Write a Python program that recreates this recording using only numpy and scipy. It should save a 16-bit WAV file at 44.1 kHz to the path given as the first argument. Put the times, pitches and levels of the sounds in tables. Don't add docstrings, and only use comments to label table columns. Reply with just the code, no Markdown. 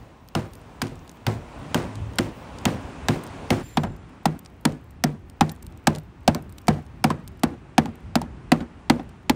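import sys
import numpy as np
from scipy import signal
from scipy.fft import rfft, irfft, next_fast_len
from scipy.io import wavfile
from scipy.ndimage import uniform_filter1d, map_coordinates

SR = 44100
rng = np.random.default_rng(int(sys.argv[2]) if len(sys.argv) > 2 else 0)


def put_to_file(sound):
    columns = np.atleast_2d(sound).T
    safe = np.clip(columns, -1, 1)
    whole_steps = np.round(safe * 32767)
    wavfile.write(sys.argv[1], SR, whole_steps.astype(np.int16))


def undo_db(level):
    steps = np.asarray(level, float) / 20
    return 10 ** steps


N = 412555
MOVE_S, FORWARD_S = 3.63, 7.3

# [t/s, force level/dB, clang re force level/dB, snap re force level/dB, clang f/Hz]
BLOWS = [ (3.7712, -16, 0.5, -2.5, 783), (4.2553, -17, 1, 5, 788), (4.6521, -13.5, -3, 5.5, 904),
         (5.0382, -15, -3.5, 7, 712), (5.4093, -13, 3, 3, 780), (5.8708, -11.5, -1.5, 5, 806),
         (6.2775, -13, 3.5, 7.5, 725), (6.6815, -11, -3, 0.5, 700), (7.041, -13, 1, 5, 750),
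         (7.434, -12.5, -10.5, 1.5, 714), (7.78, -9.5, -1.5, 0.5, 759), (8.1551, -12.5, -7, 4, 690),
         (8.518, -8.5, -6, -2.5, 747), (8.8982, -8.5, -7, -3, 800), (9.2958, -11, -3, 1, 850)]
# [t/s, force level/dB, clang re force level/dB, snap re force level/dB, clang f/Hz]
SLAPS = [(3.8341, -21.5, -0.5, -7, 748), (6.347, -26, -7.5, 10, 1050), (7.1022, -21.5, 4.5, -1, 1023),
         (7.857, -28.5, 0, -1, 835), (8.216, -31, 2.5, 5, 820), (8.6049, -27.5, -11, -24.5, 750),
         (8.9953, -29.5, -2.5, -27.5, 744)]
# [t/s, force level/dB, snap re force level/dB, boom f/Hz, crust f/Hz]
CRUSTED_BLOWS = [(0.351, -19, 3, 240, 1430), (0.817, -20.5, 7, 251, 1590), (1.266, -17.5, 1.5, 120, 1513),
                 (1.7446, -15, 3, 162, 1560), (2.185, -16.5, 7.5, 235, 1504), (2.654, -15.5, 8, 224, 1536),
                 (3.0845, -15, 4.5, 248, 1750), (3.504, -13.5, 0.5, 250.5, 2075)]
# [boom f/Hz, crust f/Hz, rattle re force level/dB, rattle length/%, grit re
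# force level/dB]
PLACES = [
    (240, 1540, -17, 230, -27.5),
    (223.7, 1950, -17, 114, -38),
    (247.3, 2300, -21, 119, -44.5),
]
BOOM_LAG_S = (0.00696, 0.00501, 0.00396)
PING_DB = (-0.5, -7, -7.5)
BODY_DB = (-2.0, -2.5, -4)
# [f/Hz, level/dB, time to fall 60 dB/s]
BODY_REAR = [(112.7, 1.5, 0.2), (153.5, -5.5, 0.31), (218.2, -9.5, 0.34), (262.8, -5.5, 0.25),
             (352.4, -6, 0.2)]
# [f/Hz, level/dB, time to fall 60 dB/s]
BODY_MID = [(96.7, -10, 0.25), (150.8, 0, 0.29), (223.7, -8, 0.19), (326, -10.5, 0.13)]
# [f/Hz, level/dB, time to fall 60 dB/s]
BODY_FRONT = [(83.6, -18, 0.51), (152.6, -1.5, 0.16), (232.9, -3.5, 0.19), (337, -13.5, 0.21)]
# [f/Hz, level per Hz/dB]
CRUNCH_COLOUR = [(710, 0), (1200, -3), (4830, -10.5), (6080, -15.5), (7660, -18.5), (10200, -22.5),
                 (11400, -36.5), (15100, -23), (16500, -67)]
# [f/Hz, level per Hz/dB]
RATTLE_COLOUR = [(110, -12), (200, 0), (330, -11), (500, -9), (760, -15), (1100, -18.5), (1700, -23.5),
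                 (3000, -36.5), (5500, -41.5), (9500, -42), (11300, -53.5), (14500, -50), (15900, -85)]
# [f/Hz, time to fall 60 dB/s]
RATTLE_T60 = [(200, 0.28), (800, 0.11), (2500, 0.13), (7000, 0.069), (14000, 0.044)]
# [f/Hz, level per Hz/dB]
GRIT_COLOUR = [(800, -21), (2000, 6), (5000, -4), (9500, -8.5), (11300, -21.5), (14500, -14), (15800, -19),
               (16000, -57.5)]
# [delay/s, spread/s, level/dB]
WALLS = [(.065, 0.027, -15), (0.099, 0.013, -18.5)]
# [t/s, peak level/dB, treble re
# peak level/dB]
FLAKES_REAR = [(0.2866, -35, -11), (0.534, -36, -8), (0.553, -38, -9), (0.6144, -48, -12),
               (0.8694, -32.5, -31), (0.9544, -44, -17), (0.9921, -44, -27), (1.0765, -39, -17),
               (1.0938, -32, -17), (1.114, -42, -6), (1.1712, -47, -19), (1.2844, -39, -13),
               (1.8287, -36, -22), (1.9545, -31.5, -20), (2.1344, -40.5, -26), (2.157, -36, -7),
               (2.585, -32, -28), (2.6144, -54, 15), (3.1394, -46, -10), (3.236, -32, -3.5),
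               (3.265, -35.5, -19.5), (3.2744, -38, -10), (3.515, -35, -18), (3.92, -55, -9),
               (3.9639, -46, -7), (4.0931, -51, -15), (0.2774, -50, -8), (1.35, -50, -30)]
# [t/s, peak level/dB, treble re peak level/dB]
FLAKES_CLOSE = [(4.3912, -32.5, 1.5), (4.449, -41, -24), (4.4596, -32.5, -29), (4.7216, -38, -22),
                (4.9067, -44, -5), (5.2975, -36.5, -13), (5.4932, -24, -25), (5.5167, -32, 4),
                (5.5525, -48, -12), (5.5614, -44, -16), (5.6246, -34, -5), (5.648, -51, -7),
                (5.6655, -32, -9), (5.7229, -47, -19), (5.7745, -42.5, -16), (5.9502, -27, -24),
                (5.959, -29, -24), (5.984, -32.5, -12), (6.4238, -42, -4), (6.494, -43.5, -17),
                (6.5245, -38.5, -1), (6.5826, -31.5, -19), (6.616, -45, -9), (6.6707, -31, -15),
                (6.7421, -45, -26), (6.8642, -45.5, -21), (7.277, -29, -4), (7.3946, -43, -13),
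                (7.955, -43, -3), (9.091, -45.5, -12)]
# [f/Hz, level per Hz/dB]
DUST_COLOUR = [(9500, -20), (11000, -9.5), (12500, -8.5), (14500, -3.5), (15750, 0.5), (15950, -47.5)]
# [f/Hz, level/dB, fade/dB per s]
METAL_TONES = [(7270, -59.5, 67), (10425, -68.5, 170), (14480, -62, 130)]
# [t/s, level/dB]
TRAFFIC = [(0.0, -49.5), (0.26, -53), (0.57, -48.5), (1.12, -47), (1.59, -42), (1.83, -38.5), (2.08, -42),
           (2.85, -40), (3.46, -40), (3.62, -39), (3.64, -49.5), (4.1, -48.5), (4.8, -52.5), (6.22, -51),
           (7.25, -49.5), (7.79, -50.5), (7.98, -48), (9.35, -50.5)]
# [rumble re roar level/dB, hiss re roar level/dB, dust floor level/dB]
ROAD_MIX = [
    (0.5, -15, -74),
    (6.5, -18.5, -91),
]
# [t/s, level/dB, width/s]
RUMBLE_SWELLS = [(2.08, 5, 0.1), (3.91, 10.5, 0.048), (4.2, -4.5, 0.29), (6.22, -1, 0.12), (7.98, 1.5, 0.34)]
# [f/Hz, level per Hz/dB]
RUMBLE_COLOUR = [(13, -42.5), (22, -17), (38, -0.5), (70, 2.5), (107, 0), (260, -16), (300, -16),
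                 (390, -13), (660, -120)]
# [f/Hz, level per Hz/dB]
ROAR_COLOUR = [(88, -20), (150, -0.5), (192, -5), (263, -0.5), (337, -8.5), (450, -8), (1040, -9.5),
               (1230, -14), (2040, -20.5), (2610, -23), (4000, -40), (5200, -71), (8800, -120)]
# [f/Hz, level per Hz/dB]
ROAR_LOW_COLOUR = [(88, -32), (150, -6.5), (246, -7), (400, -15.5), (600, -19), (780, -17.5), (1100, -20),
                   (2500, -29), (4000, -42.5), (6000, -53), (9000, -93)]
# [f/Hz, level per Hz/dB]
HISS_COLOUR = [(1500, -24), (2600, 1), (4500, -6.5), (8700, -11.5), (10200, -15.5), (11500, -43),
               (14000, -73)]


def hammer():
    out = np.zeros(N + SR)
    t = np.arange(10240) / SR
    short_t = t[:4096]
    for s, force_db, clang_db, snap_db, clang_hz, boom_hz, crust_hz, place, slap in contacts():
        rattle_db, length, grit_db = PLACES[place][2:]
        late = np.clip(t - BOOM_LAG_S[place], 0, None)

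        clang = sheet_clang(t, clang_hz)
        blow = undo_db(force_db + clang_db + 9) * clang
        blow = blow + undo_db(force_db + 9.5) * patch_boom(late, boom_hz)
        blow = blow + undo_db(force_db + BODY_DB[place]) * body_boom(t, late, place)
        shake = rattle(t, length) * undo_db(2.7 * flutter(t, rate=118))
        blow = blow + undo_db(force_db + rattle_db + slap * 4 + 7.5) * shake
        blow = blow / (1 + (t / 0.14) ** 6)

        lost_clang = (1 - undo_db(-14)) * undo_db(force_db + clang_db + 8.5) * clang
        echo_db = 1.5 if s < MOVE_S else -3.5
        blow = blow + undo_db(echo_db) * yard((blow - lost_clang) * undo_db(-150 * t))
        powder = undo_db(force_db + grit_db - slap * 17) * grit(t, swell_s=0.029)

        crunch_db = force_db + 6.5 + 0.11 * clang_db + 0.1 * snap_db - slap * 5
        crack = undo_db(crunch_db - 2.0) * rust_crunch(short_t, crust_hz, place)
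        crack = crack + undo_db(force_db + snap_db - 4.0) * rust_snap(short_t)
        start = round(s * SR)
        out[start:][:len(t)] += blow + powder
        out[start:][:len(short_t)] += crack
    since_move = np.arange(N) / SR - MOVE_S
    return out[:N] * np.interp(since_move, [-.008, 0, .13, .131], [1, 0, 0, 1])


def contacts():
    for s, force_db, snap_db, boom_hz, crust_hz in CRUSTED_BLOWS:
        clang_db, clang_hz = -7.5, 740
        yield s, force_db, clang_db, snap_db, clang_hz, boom_hz, crust_hz, 0, False
    for row in BLOWS + SLAPS:
        place = int(row[0] > MOVE_S) + int(row[0] > FORWARD_S)
        slap = row in SLAPS
        boom_hz, crust_hz = PLACES[place][:2]
        boom_hz = boom_hz * 0.792 ** slap * np.exp(0.032 * rng.standard_normal())
        crust_hz = crust_hz * np.exp(0.21 * rng.standard_normal())
        yield *row, boom_hz, crust_hz, place, slap


def snap_share(hz):
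    return 1 / (1 + (4800 / (hz + 1)) ** 4)


def rust_crunch(t, crust_hz, place):
    def colour(hz):
        return undo_db(along(CRUNCH_COLOUR, hz)) * (1 - snap_share(hz)) / (1 + (550 / (hz + 1)) ** 4)

    crunch = burst(t, colour, t60=0.03, attack=0.00057, grain_db=5.0)
    ping = ring(t, crust_hz, t60=0.017, attack=0.00095)
    ping = ping + 0.81 * ring(t, 2.05 * crust_hz, t60=0.011, attack=0.00038)
    return crunch + undo_db(PING_DB[place]) * ping


def rust_snap(t):
    def colour(hz):
        return undo_db(along(CRUNCH_COLOUR, hz)) * snap_share(hz)

    return burst(t, colour, t60=0.02, attack=0.00012, grain_db=5.5)


def sheet_clang(t, clang_hz):
    def neighbours(hz):
        return 1 / (1 + ((hz - 1.09 * clang_hz) / 220) ** 4)

    clang = ring(t, clang_hz, t60=0.033, attack=0.00096)
    clang = clang + undo_db(-9) * burst(t, neighbours, t60=0.065, attack=0.00063, grain_db=2.5)
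    return clang * undo_db(1.66 * flutter(t, rate=300))


def patch_boom(late, boom_hz):
    low = ring(late, boom_hz, t60=0.044, attack=0.43 / boom_hz)
    return low - 0.3 * ring(late, 1.33 * boom_hz, t60=0.034, attack=.55 / boom_hz)


def body_boom(t, late, place):
    boom = 0
    for k, (hz, level_db, t60) in enumerate((BODY_REAR, BODY_MID, BODY_FRONT)[place]):
        loud_luck, pitch_luck = rng.standard_normal(2)
        gain = undo_db(level_db + 1.8 * loud_luck + 2.2 * flutter(t, rate=43.6))
        note = ring(late, hz * (1 + 0.023 * pitch_luck), t60, attack=0.66 / hz)
        boom = boom + (-1) ** k * gain * note
    return boom


def rattle(t, length):
    hz, frame_s, z = signal.stft(rng.standard_normal(len(t)), SR, nperseg=128)
    t60 = length / 100 * along(RATTLE_T60, hz)[:, None]
    shaped = z * undo_db(along(RATTLE_COLOUR, hz)[:, None] - 60 * frame_s / t60)
    x = signal.istft(shaped, SR, nperseg=128)[1][:len(t)]
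    start_rms = np.sqrt(np.mean(x[:SR // 50] ** 2))
    return x / start_rms * (1 - np.exp(-t / 0.0022))


def grit(t, swell_s):
    def gain(hz):
        return undo_db(along(GRIT_COLOUR, hz))

    swell = t / swell_s * np.exp(1 - t / swell_s)
    grains = rng.standard_normal(len(t)) * undo_db(3.0 * flutter(t, rate=640)) * swell
    return coloured(grains, gain) / np.sqrt(np.mean(gain(np.fft.rfftfreq(len(t), 1 / SR)) ** 2))


def yard(x):
    t = np.arange(7000) / SR
    cloud = 0
    for delay, spread, db in WALLS:
        cloud = cloud + undo_db(db) * np.exp(-((t - delay) / spread) ** 2) / np.sqrt(spread * SR)
    return signal.fftconvolve(x, cloud * rng.standard_normal(len(t)))[:len(x)]


def flakes():
    out = np.zeros(N + SR)
    t = np.arange(2048) / SR
    for s, db, treble_db in FLAKES_REAR + FLAKES_CLOSE:
        colour = [(1500, -11.5), (3500, -6.5), (6500, -8), (9500, 2.0 + treble_db / 2),
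                  (11000, -7.5 + treble_db), (14500, 5.0 + treble_db), (16300, -49)]
        t60 = .013 * np.exp(.25 * rng.standard_normal())
        tick = burst(t, lambda hz: undo_db(along(colour, hz)), t60, attack=0.00017, grain_db=7.0)
        out[round(s * SR):][:len(t)] += undo_db(db - 2.0) * tick
    return out[:N]


def trickle():
    coarse = np.arange(0, N / SR + 1, .01)
    falling = sum(np.exp(-((coarse - s) / 0.16) ** 2 / 2) for s, _, _ in FLAKES_CLOSE)
    return np.interp(np.arange(N) / SR, coarse, falling)


def crumbs():
    per_s, level_db, spread_db = 9, -60, 4.5
    lands = rng.random(N) < per_s / SR * np.minimum(trickle(), 4)
    hits = lands * undo_db(level_db + spread_db * rng.standard_normal(N))
    fade = undo_db(-60 * np.arange(400) / SR / .007)
    puffs = signal.fftconvolve(hits, fade)[:N] * rng.standard_normal(N)
    return coloured(puffs, lambda hz: (hz < 15700) / (1 + (6000 / (hz + 1)) ** 4))


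def dust():
    level_db = by_place(ROAD_MIX)[2] + 3.5 * np.minimum(trickle(), 3)
    uneven_db = 2.5 * wobble(60) + 2.5 * wobble(8)
    return undo_db(level_db - 1.5 + uneven_db) * rush(DUST_COLOUR, patchy_db=1)


def metal_ring():
    hold_s, end_s = 0.078, 0.5
    t = np.arange(N) / SR - MOVE_S
    fading = np.clip(t - hold_s, 0, None)
    tones = 0
    for hz, db, fade in METAL_TONES:
        pitch = hz * (1 + .006 * np.exp(-np.abs(t) / .04) + .0022 * wobble(300))
        level = np.sqrt(2) * undo_db(db - fade * fading + 3.8 * wobble(120))
        tones = tones + level * np.sin(2 * np.pi * np.cumsum(pitch) / SR)
    pad = undo_db(-55.5 - 100 * fading) * rush(GRIT_COLOUR, patchy_db=2.0)
    return (t > 0) * (t < end_s) * (tones + pad)


def road():
    t = np.arange(N) / SR
    roar_db, = curves(TRAFFIC)
    rumble_db, hiss_db, _ = by_place(ROAD_MIX)
    usual_db = roar_db.mean()
    rumble_db = rumble_db + usual_db + 0.79 * (roar_db - usual_db)
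    rumble_db = rumble_db + sum(db * swell_at(s, width_s) for s, db, width_s in RUMBLE_SWELLS)
    swell = .7 * wobble(3.31)
    rumble = undo_db(rumble_db + 0.41 * wobble(12)) * rush(RUMBLE_COLOUR, patchy_db=-3.0)
    by_wheel, by_sill = rush(ROAR_COLOUR, patchy_db=.8), rush(ROAR_LOW_COLOUR, patchy_db=.8)
    roar = undo_db(roar_db + swell) * np.where(np.arange(N) < MOVE_S * SR, by_wheel, by_sill)
    hiss = undo_db(roar_db + hiss_db + swell * .8 / .7) * rush(HISS_COLOUR, patchy_db=1)
    engine = undo_db(-29) * swell_at(2.024, width_s=0.067) * np.sin(2 * np.pi * 106 * t)
    return rumble + roar + hiss + engine


def ring(t, hz, t60, attack):
    return np.sin(2 * np.pi * hz * t) * undo_db(-60 * t / t60) * (1 - np.exp(-t / attack)) ** 2


def burst(t, gain, t60, attack, grain_db):
    luck = np.repeat(rng.standard_normal(len(t) // 24 + 1), 24)[:len(t)]
    late = np.clip(t - .002, 0, None)
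    shape = undo_db(-60 * late / t60) * (1 - np.exp(-late / attack))
    x = coloured(rng.standard_normal(len(t)) * undo_db(grain_db * luck) * shape, gain)
    peak = np.sqrt(np.max(uniform_filter1d(x ** 2, size=66)))
    return np.pad(x[88:], (0, 88)) / peak / 2


def rush(spectrum, patchy_db):
    z = signal.stft(rng.standard_normal(N + 8192), nperseg=512)[2]
    field = uniform_filter1d(rng.standard_normal(z.shape), size=6, axis=0)
    field = uniform_filter1d(field, size=12, axis=1)
    x = signal.istft(z * undo_db(patchy_db * unit(field)), nperseg=512)[1][:next_fast_len(N)]
    return unit(coloured(x, lambda hz: undo_db(along(spectrum, hz)))[:N])


def coloured(x, gain):
    return irfft(rfft(x) * gain(np.fft.rfftfreq(x.shape[-1], 1 / SR)), x.shape[-1])


def along(points, hz):
    f, v = np.transpose(points)
    return np.interp(np.log(hz + 1), np.log(f + 1), v)


def curves(rows):
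    s, *cols = np.transpose(rows)
    return [np.interp(np.arange(N) / SR, s, c, left=c[0]) for c in cols]


def by_place(rows):
    return np.array(rows)[(np.arange(N) > MOVE_S * SR).astype(int)].T


def swell_at(s, width_s):
    return np.exp(-((np.arange(N) / SR - s) / width_s) ** 2 / 2)


def wobble(rate):
    return map_coordinates(rng.standard_normal(int(N * rate / SR) + 4), [np.arange(N) * rate / SR])


def flutter(t, rate):
    knots = np.arange(0, t[-1] + 2 / rate, 1 / rate)
    return np.interp(t, knots, rng.standard_normal(len(knots)))


def unit(x):
    return x / np.sqrt(np.mean(x ** 2) + 1e-20)


def scene():
    return (hammer() + flakes() + crumbs() + dust() + metal_ring() + road())[None]


def roll_off(x):
    return signal.sosfilt(signal.butter(12, 17050, fs=SR, output="sos"), x)


def record(dry):
    thin = coloured(dry, lambda hz: 1 / (1 + (37 / (hz + 1)) ** 6))
    soft = thin / (1 + np.abs(thin / .7) ** 4) ** (1 / 4)
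    return roll_off(soft)


dry = scene()
out = record(dry)
put_to_file(out)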